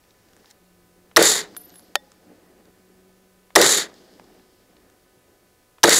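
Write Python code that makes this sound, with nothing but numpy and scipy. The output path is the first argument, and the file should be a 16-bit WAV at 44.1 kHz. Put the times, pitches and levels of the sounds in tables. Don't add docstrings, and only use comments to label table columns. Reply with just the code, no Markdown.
import sys
import numpy as np
from scipy import signal
from scipy.fft import rfft, irfft, next_fast_len
from scipy.io import wavfile
from scipy.ndimage import map_coordinates

SR = 44100
rng = np.random.default_rng(int(sys.argv[2]) if len(sys.argv) > 2 else 0)


def to_linear_factor(level_db):
    exponent = np.asarray(level_db, float) / 20
    return 10 ** exponent


def bounce(signal):
    frames = np.transpose(np.atleast_2d(signal))
    limited = np.clip(frames, -1, 1)
    pcm = np.round(limited * 32767).astype(np.int16)
    wavfile.write(sys.argv[1], SR, pcm)


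N = 264544


def unit(x):
    return x / np.sqrt(np.mean(x ** 2) + 1e-20)


def along(points, hz):
    f, v = np.transpose(points)
    return np.interp(np.log(hz + 1), np.log(f + 1), v)


def curves(rows):
    s, *cols = np.transpose(rows)
    return [np.interp(np.arange(N) / SR, s, c) for c in cols]


def age_after(s):
    return np.arange(N) / SR - s


def wobble(rate_hz):
    knots = rng.standard_normal(int(N * rate_hz / SR) + 4)
    return map_coordinates(knots, [np.arange(N) * rate_hz / SR])


def filtered(x, response):
    m = next_fast_len(len(x) + 8192)
    return irfft(rfft(x, m) * response(np.fft.rfftfreq(m, 1 / SR)), m)[:len(x)]


def noise(spectrum):
    return unit(filtered(rng.standard_normal(N), lambda hz: to_linear_factor(along(spectrum, hz))))


def ring(t, hz, db, t60, phase=0):
    t = np.maximum(t, 0)
    return to_linear_factor(db - 60 * t / t60) * np.sin(2 * np.pi * hz * t + phase) * (t > 0)


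def burst(t, db, rise_s, t60, lo_hz, hi_hz):
    band = signal.butter(2, [lo_hz, min(hi_hz, SR / 2.1)], "bandpass", fs=SR, output="sos")
    shape = np.where(t < 0, np.exp(-(t / rise_s) ** 2), to_linear_factor(-60 * np.maximum(t, 0) / t60))
    return to_linear_factor(db) * shape * unit(signal.sosfilt(band, rng.standard_normal(len(t))))


def add(track, s, sound):
    part = track[round(s * SR):][:len(sound)]
    part += sound[:len(part)]


def thin(x, cut_hz):
    return signal.sosfilt(signal.butter(3, cut_hz, "highpass", fs=SR, output="sos"), x)


# f/Hz, density/dB per Hz
QUIET_SPECTRUM = [(8.8, -32.5), (15, -2.5), (113, -1.5), (155, -11), (332, -22), (363, -6.5), (579, -7),
                  (799, -16), (1270, -16), (2100, -19.5), (2290, -18), (12800, -20.5), (16200, -22.5)]
# f/Hz, level/dB rms
BUZZ_TONES = [(500.6, -77.5), (748.3, -76.5), (1001, -76.5), (1249, -77.5), (1502, -77.5), (1750, -78),
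              (2003, -82), (2250, -82), (2498, -87), (2751, -87.5), (4247, -91), (4500, -87), (5001, -93),
              (5502, -89)]


def camera():
    quiet_db = -59
    buzz = sum(to_linear_factor(db + 2.5) * np.sin(2 * np.pi * hz * np.arange(N) / SR) for hz, db in BUZZ_TONES)
    return buzz + to_linear_factor(quiet_db - 3) * noise(QUIET_SPECTRUM)


# t/s, f/Hz, level/dB, second order over first/dB
DRONE_TRACK = [(.45, 180.1, -82, -12), (.63, 180.2, -62.5, -4), (1.1, 177, -65, 0.5),
               (2.04, 181.4, -66.5, -9), (2.7, 183.1, -64, 0.5), (3, 186.7, -60, 1),
               (3.5, 185, -65.5, -3.5), (4, 186.9, -77, 8), (4.33, 187.4, -84.5, 32),
               (4.6, 184.5, -84, 17.5), (6, 182.4, -81, 8)]


def drone():
    hz, db, over_db = curves(DRONE_TRACK)
    turn = 2 * np.pi * np.cumsum(hz + 1.3 * wobble(8.7)) / SR
    first = to_linear_factor(db + 2.5 + 0.62 * wobble(11)) * np.sin(turn)
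    second = to_linear_factor(db + over_db - 0.5 + 2.5 * wobble(8.5)) * np.sin(2 * turn)
    return first + second


# t/s, level/dB
WIND_LEVEL = [(0, -67.5), (.33, -59), (.66, -67), (1.15, -64.5), (2.07, -62.5), (2.42, -56), (2.96, -64),
              (3.32, -67.5), (3.54, -65), (4.3, -58.5), (4.56, -66), (4.86, -59), (4.98, -66), (5.27, -64),
              (5.57, -69), (6, -68)]
# f/Hz, density/dB per Hz
GUST_SPECTRUM = [(59, -45.5), (100, -9.5), (145, -16.5), (174, 2), (210, -2), (312, 2), (845, -10),
                 (947, -20), (3000, -25.5), (3900, -54.5), (6600, -120)]


def wind():
    return to_linear_factor(curves(WIND_LEVEL)[0] + 2.6 * wobble(30) + 1.2 * wobble(7)) * noise(GUST_SPECTRUM)


# end t/s, peak level/dB, swell/dB per s
RUSTLE_DRAGS = [
    (.112, -69, 170),
    (.49, -66, 16),
    (0.514, -52.5, 400),
]


def cloth():
    stop_db_per_s = 1500
    drags = 0
    for s, db, swell in RUSTLE_DRAGS:
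        age = age_after(s)
        drags = drags + to_linear_factor(db + np.minimum(swell * age, -stop_db_per_s * age))
    weave = noise([(500, -26), (800, 6), (1300, -12.0), (1800, 2), (2500, -10), (5500, -1.5),
                   (9000, -15.0), (14000, -14)])
    return drags * to_linear_factor(1.9 * wobble(70)) * weave


# f/Hz, density/dB per Hz
FAR_SPECTRUM = [(2000, -30), (2900, -4.5), (4000, -3.5), (5000, -1), (6000, -7.5), (8000, -13),
                (11000, -29.5)]
# level as it emerges/dB, fade/dB per s
FAR_FADES = [
    (-58, 17),
    (-63, 36),
    (-49.5, 22),
]


def far_scrub():
    emerge_s, murmur_under_wind_db = 0.2, 12.5
    murmur = noise([(700, -30), (1000, -4.5), (1400, -6.0), (1850, -1.5), (2300, -12), (3000, -28.5)])
    fades = []
    for db, fade in FAR_FADES:
        fades.append(sum(to_linear_factor(db - fade * (age_after(s) - emerge_s)) * (age_after(s) > 0) for s, _ in SHOTS_FIRED))
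    wash_level, murmur_level, rumble_level = fades
    stirred = murmur_level + to_linear_factor(curves(WIND_LEVEL)[0] - murmur_under_wind_db)
    return (wash_level * to_linear_factor(1.1 * wobble(26)) * noise(FAR_SPECTRUM)
            + stirred * to_linear_factor(1.5 * wobble(30)) * murmur
            + rumble_level * to_linear_factor(2.2 * wobble(30)) * noise(GUST_SPECTRUM))


# t/s, peak level/dB, f/Hz, knock level/dB
TICK_EVENTS = [(0.0384, -53, 2530, -9), (0.107, -49.5, 3600, -17), (0.286, -52, 4010, -2),
               (0.3331, -46, 4600, -10), (0.3654, -46, 7500, -0.5), (0.4444, -55, 3660, 4.5),
               (0.4576, -44, 4000, -13), (0.503, -42, 5950, -23), (0.5104, -37.5, 5620, -26),
               (1.5474, -42, 3620, -3), (1.6948, -42, 5210, -21), (1.7021, -41, 4590, -14),
               (1.7944, -42, 5330, -9), (2.1176, -35.5, 4700, -12), (2.6544, -47.5, 4650, -15),
               (3.9409, -40, 4930, -18), (4.1374, -47, 3590, -21), (4.1964, -47, 5200, 7.5),
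               (4.241, -48.5, 4230, -3), (4.3484, -52.5, 2660, -8), (4.7666, -46, 3323, -13),
               (4.899, -49.5, 4415, -4), (4.396, -63, 2000, 6.5)]
# lead before the blast/s, peak level/dB, f/Hz, knock level/dB
TRIGGER_TICK = (.0545, -47.5, 2400, -1)


def ticks():
    out, lead_s, cycles_to_60_db = np.zeros(N), .004, 53
    t = np.arange(4000) / SR - lead_s
    before_s, *trigger = TRIGGER_TICK
    for s, db, hz, knock_db in list(TICK_EVENTS) + [(s - before_s, *trigger) for s, _ in SHOTS_FIRED]:
        t60 = cycles_to_60_db / hz
        grit = burst(t, db - 5.5, 0.00041, t60, hz / 1.4, hz * 1.45)
        knock = burst(t, db + knock_db + 1.5, 0.00023, 1.03 * t60, 520, 1820)
        add(out, s - lead_s + 0.0006, grit + knock)
    return thin(out, cut_hz=420)


# t/s, peak level/dB
STAND_KNOCKS = [(1.955, -3)]
# f/Hz, level/dB, t60/s
STAND_MODES = [(400, -24, .03), (523, -50, 0.6), (585, -18, 0.05), (830, -53, 0.6), (812, -16, 0.034),
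               (1355, -8, .016), (1845, -14, .035), (1900, -46, 0.2), (2800, -9, .008), (3050, -6, 0.007),
               (3560, -35, .1), (4500, -19, .025), (5300, -34, .06)]


def stand_knock():
    out, lead_s = np.zeros(N), .004
    t = np.arange(SR // 2) / SR - lead_s
    for s, db in STAND_KNOCKS:
        body = 0
        for hz, level_db, t60 in STAND_MODES:
            rattle_db = 5 * wobble(70)[:len(t)] * (t > .01)
            body = body + ring(t, hz, db + level_db + rattle_db, t60)
        dull = burst(t - .0008, db - 5, 0.00025, 0.012, 440, 4200)
        bright = burst(t - .0004, db - 17, 0.00025, 0.012, 6500, 14000)
        add(out, s - lead_s, body + dull + bright)
    return thin(out, cut_hz=420)


# t/s, click level/dB, low ring level/dB, high ring level/dB, partner level/dB
CASE_BOUNCES = [
    (1.566, -24.5, -40.5, -43.5, 0),
    (1.7405, -40, -50, -58, -6),
    (1.757, -37.5, -44.5, -55.5, -8),
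]
# (f/Hz, t60/s) of partner, (f/Hz, t60/s) of main, partner lead/rad
BRASS_PAIRS = [
    ((10939, 0.22), (10987, 0.22), 2.5),
    ((12989, 0.55), (13015, 0.55), 1.1),
]
# t/s, f/Hz, level/dB, t60/s
LEG_TONE = (1.57, 721, -61, 2.8)


def brass_case():
    out, lead_s, rests_s = np.zeros(N), .004, 1.93
    t = np.arange(SR // 2) / SR - lead_s
    next_times = [row[0] for row in CASE_BOUNCES[1:]] + [rests_s]
    for (s, click_db, *levels, partner_db), next_s in zip(CASE_BOUNCES, next_times):
        tone = 0
        for db, ((partner_hz, partner_t60), (hz, t60), turn) in zip(levels, BRASS_PAIRS):
            tone = tone + ring(t, partner_hz, db + partner_db, partner_t60, turn) + ring(t, hz, db, t60)
        tone = tone * (t < next_s - s) * to_linear_factor(2.5 * wobble(60)[:len(t)])
        stone = ring(t, 1680, click_db - 5.0, 0.0074) + ring(t, 3480, click_db - 8.5, 0.0093)
        top_mode = ring(t, 14800, levels[0] - 19, .2)
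        click = burst(t, click_db - 7.5, 0.00042, 0.013, 700, 15000)
        add(out, s - lead_s, tone + stone + top_mode + click)
    leg_s, *leg = LEG_TONE
    add(out, leg_s - lead_s, ring(t, *leg) * (t < .385))
    return thin(out, cut_hz=420)


def echo_db(age, hold_s, last_bush_s, first_db, crest_db, crest_s, sag, fall):
    first_s, swell_bend = .008, 1.1
    rise = np.clip((age - first_s) / (crest_s - first_s), 0, 1) ** swell_bend
    level = first_db + (crest_db - first_db) * rise
    level = level - sag * np.maximum(age - hold_s - crest_s, 0) - fall * np.maximum(age - last_bush_s, 0)
    return np.where(age > first_s, level, -120)


# f/Hz, density/dB per Hz
BRUSH_SPECTRUM = [(47, -62), (80, -33.5), (167, -13), (297, -11.5), (332, -6), (738, -10.5), (1920, -12.5),
                  (2680, -19.5), (3820, -4), (5700, -8), (7120, 2.5), (7960, -8), (10400, -13.5),
                  (14500, -21.5), (16200, -36.5)]
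# f/Hz, width/Hz, level/dB
SHELL_MODES = [(425, 95, 7.5), (1920, 460, 6), (3720, 530, 5), (4520, 200, 6), (7040, 20, 5.5),
               (7992, 270, 5), (10400, 710, 5.5)]
# first return/dB, crest/dB, crest t after blast/s, sag/dB per s, fall past last bush/dB per s
ECHO_BANDS = [
    (-32, -24, 0.13, 120.5, 429),
    (-31.5, -17, .118, 137, 365),
    (-27, -20.5, 0.11, 63.5, 398),
    (-25.5, -22.5, 0.05, 62, 254),
    (-21, -23, .05, 88, 101),
]
# hold/s, last bush t after blast/s, darkening/dB per band
BRUSH_REACH = [
    (0.002, 0.23, 0.86),
    (.03, 0.26, 0.82),
    (0.015, .24, 0.5),
]


def brush_echo():
    lumps_db = 1
    spike_db = 1.6 * rng.exponential(1, N) + 1.6 * wobble(300) + 1.2 * wobble(110)
    spikes = rng.standard_normal(N) * to_linear_factor(spike_db)

    def shell(hz):
        peaks_db = sum(db / (1 + (2 * (hz - c) / width) ** 2) for c, width, db in SHELL_MODES)
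        return to_linear_factor(along(BRUSH_SPECTRUM, hz) + peaks_db)

    def under(hz, at_hz):
        return 1 / (1 + (hz / at_hz) ** 12)

    edges_hz = [SR, 9000, 6000, 3000, 1200, 1]
    layers = []
    for hi, lo in zip(edges_hz, edges_hz[1:]):
        band = filtered(spikes, lambda hz: shell(hz) * (under(hz, hi) - under(hz, lo)))
        layers.append(unit(band) * to_linear_factor(lumps_db * wobble(70)))
    out = np.zeros(N)
    for (s, _), (hold_s, last_bush_s, darker_db) in zip(SHOTS_FIRED, BRUSH_REACH):
        for k, (rule, layer) in enumerate(zip(ECHO_BANDS, layers), -2):
            out += to_linear_factor(echo_db(age_after(s), hold_s, last_bush_s, *rule) + k * darker_db) * layer
    return out


# delay/ms, f/Hz, level over overload/dB, t60/ms
GAS_SURGES = [
    (0, 5900, 25, 5),
    (1, 1050, 22, 11),
    (2.6, 3800, 11, 12),
    (3.6, 1820, 17.5, 14),
    (7.4, 620, 11, 22),
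    (9, 345, -2, 150),
    (10.3, 1250, 7, 12),
    (12.4, 850, 7, 14),
    (15, 455, 0, 110),
]


def blast(t):
    gas = burst(t - .0018, 16, .0005, .018, 1000, 12000)
    for ms, hz, db, t60_ms in GAS_SURGES:
        gas = gas + ring(t - ms / 1000, hz * rng.normal(1, 0.052), db, t60_ms / 1000)
    duck = to_linear_factor(1.6 - 7.5 * (1 - np.exp(-np.maximum(t, 0) / .007)))
    coupling = signal.butter(1, [300, 12000], "bandpass", fs=SR, output="sos")
    return signal.sosfilt(coupling, np.tanh(gas) * duck)


def slap(t, hz, db, length_s):
    return to_linear_factor(db) * np.exp(-(t / length_s) ** 2) * np.sin(2 * np.pi * hz * t)


# t/s, blast level/dB
SHOTS_FIRED = [
    (1.1676, -1.5),
    (3.5587, -1.5),
    (5.8373, -1.5),
]
# delay/ms, f/Hz signed by swing, level/dB, length/ms
GROUND_SLAPS = [
    (26, 520, -8, 1.1),
    (32.4, 600, -12, 1),
    (36.6, -600, -13, .9),
    (43, 520, -6, 1.2),
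    (47, 1500, -12, 2.4),
    (50.7, -480, -1.5, 1.5),
]
BOLT_SLAMS_S = [.0594, .0575, .0575]
# t after slam/s, level/dB
BOLT_HITS = [
    (0, -8.5),
    (.011, -16),
    (.05, -17),
]


def rifle():
    out, lead_s = np.zeros(N), .01
    t = np.arange(SR // 8) / SR - lead_s
    for (s, db), slam_s in zip(SHOTS_FIRED, BOLT_SLAMS_S):
        hammer = burst(t + .0037, -8.5, .001, .011, 2800, 5000)
        hammer += burst(t + .004, -11, .0006, .007, 600, 14000)
        hammer += burst(t + .0037, -16, .001, .01, 400, 2600)
        slaps = 0
        for ms, hz, level_db, length_ms in GROUND_SLAPS:
            slaps = slaps + slap(t - ms / 1000, hz, level_db + rng.normal(0, 1), length_ms / 1000)
        add(out, s - lead_s, to_linear_factor(db) * (hammer + slaps + thin(blast(t), cut_hz=180)))
        for later_s, hit_db in BOLT_HITS:
            steel = burst(t, hit_db, .0024, .014, 3400, 8000)
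            steel += burst(t, 1.3 * hit_db - 6, .0024, .012, 8000, 15000)
            add(out, s + slam_s + later_s - lead_s, steel)
    return out


def scene():
    background = camera() + drone() + wind() + cloth() + far_scrub()
    small_things = ticks() + stand_knock() + brass_case()
    return (background + small_things + brush_echo() + rifle())[None]


def low_pass(x):
    return signal.sosfilt(signal.butter(12, 16360, fs=SR, output="sos"), x)


def record(dry):
    top_hz = 15760
    x = dry[0] / (1 + np.abs(dry[0] / .9) ** 6) ** (1 / 6)
    x = filtered(x, lambda hz: 1 / (1 + (hz / top_hz) ** 240))
    return low_pass(x[None])


dry = scene()
out = record(dry)
bounce(out)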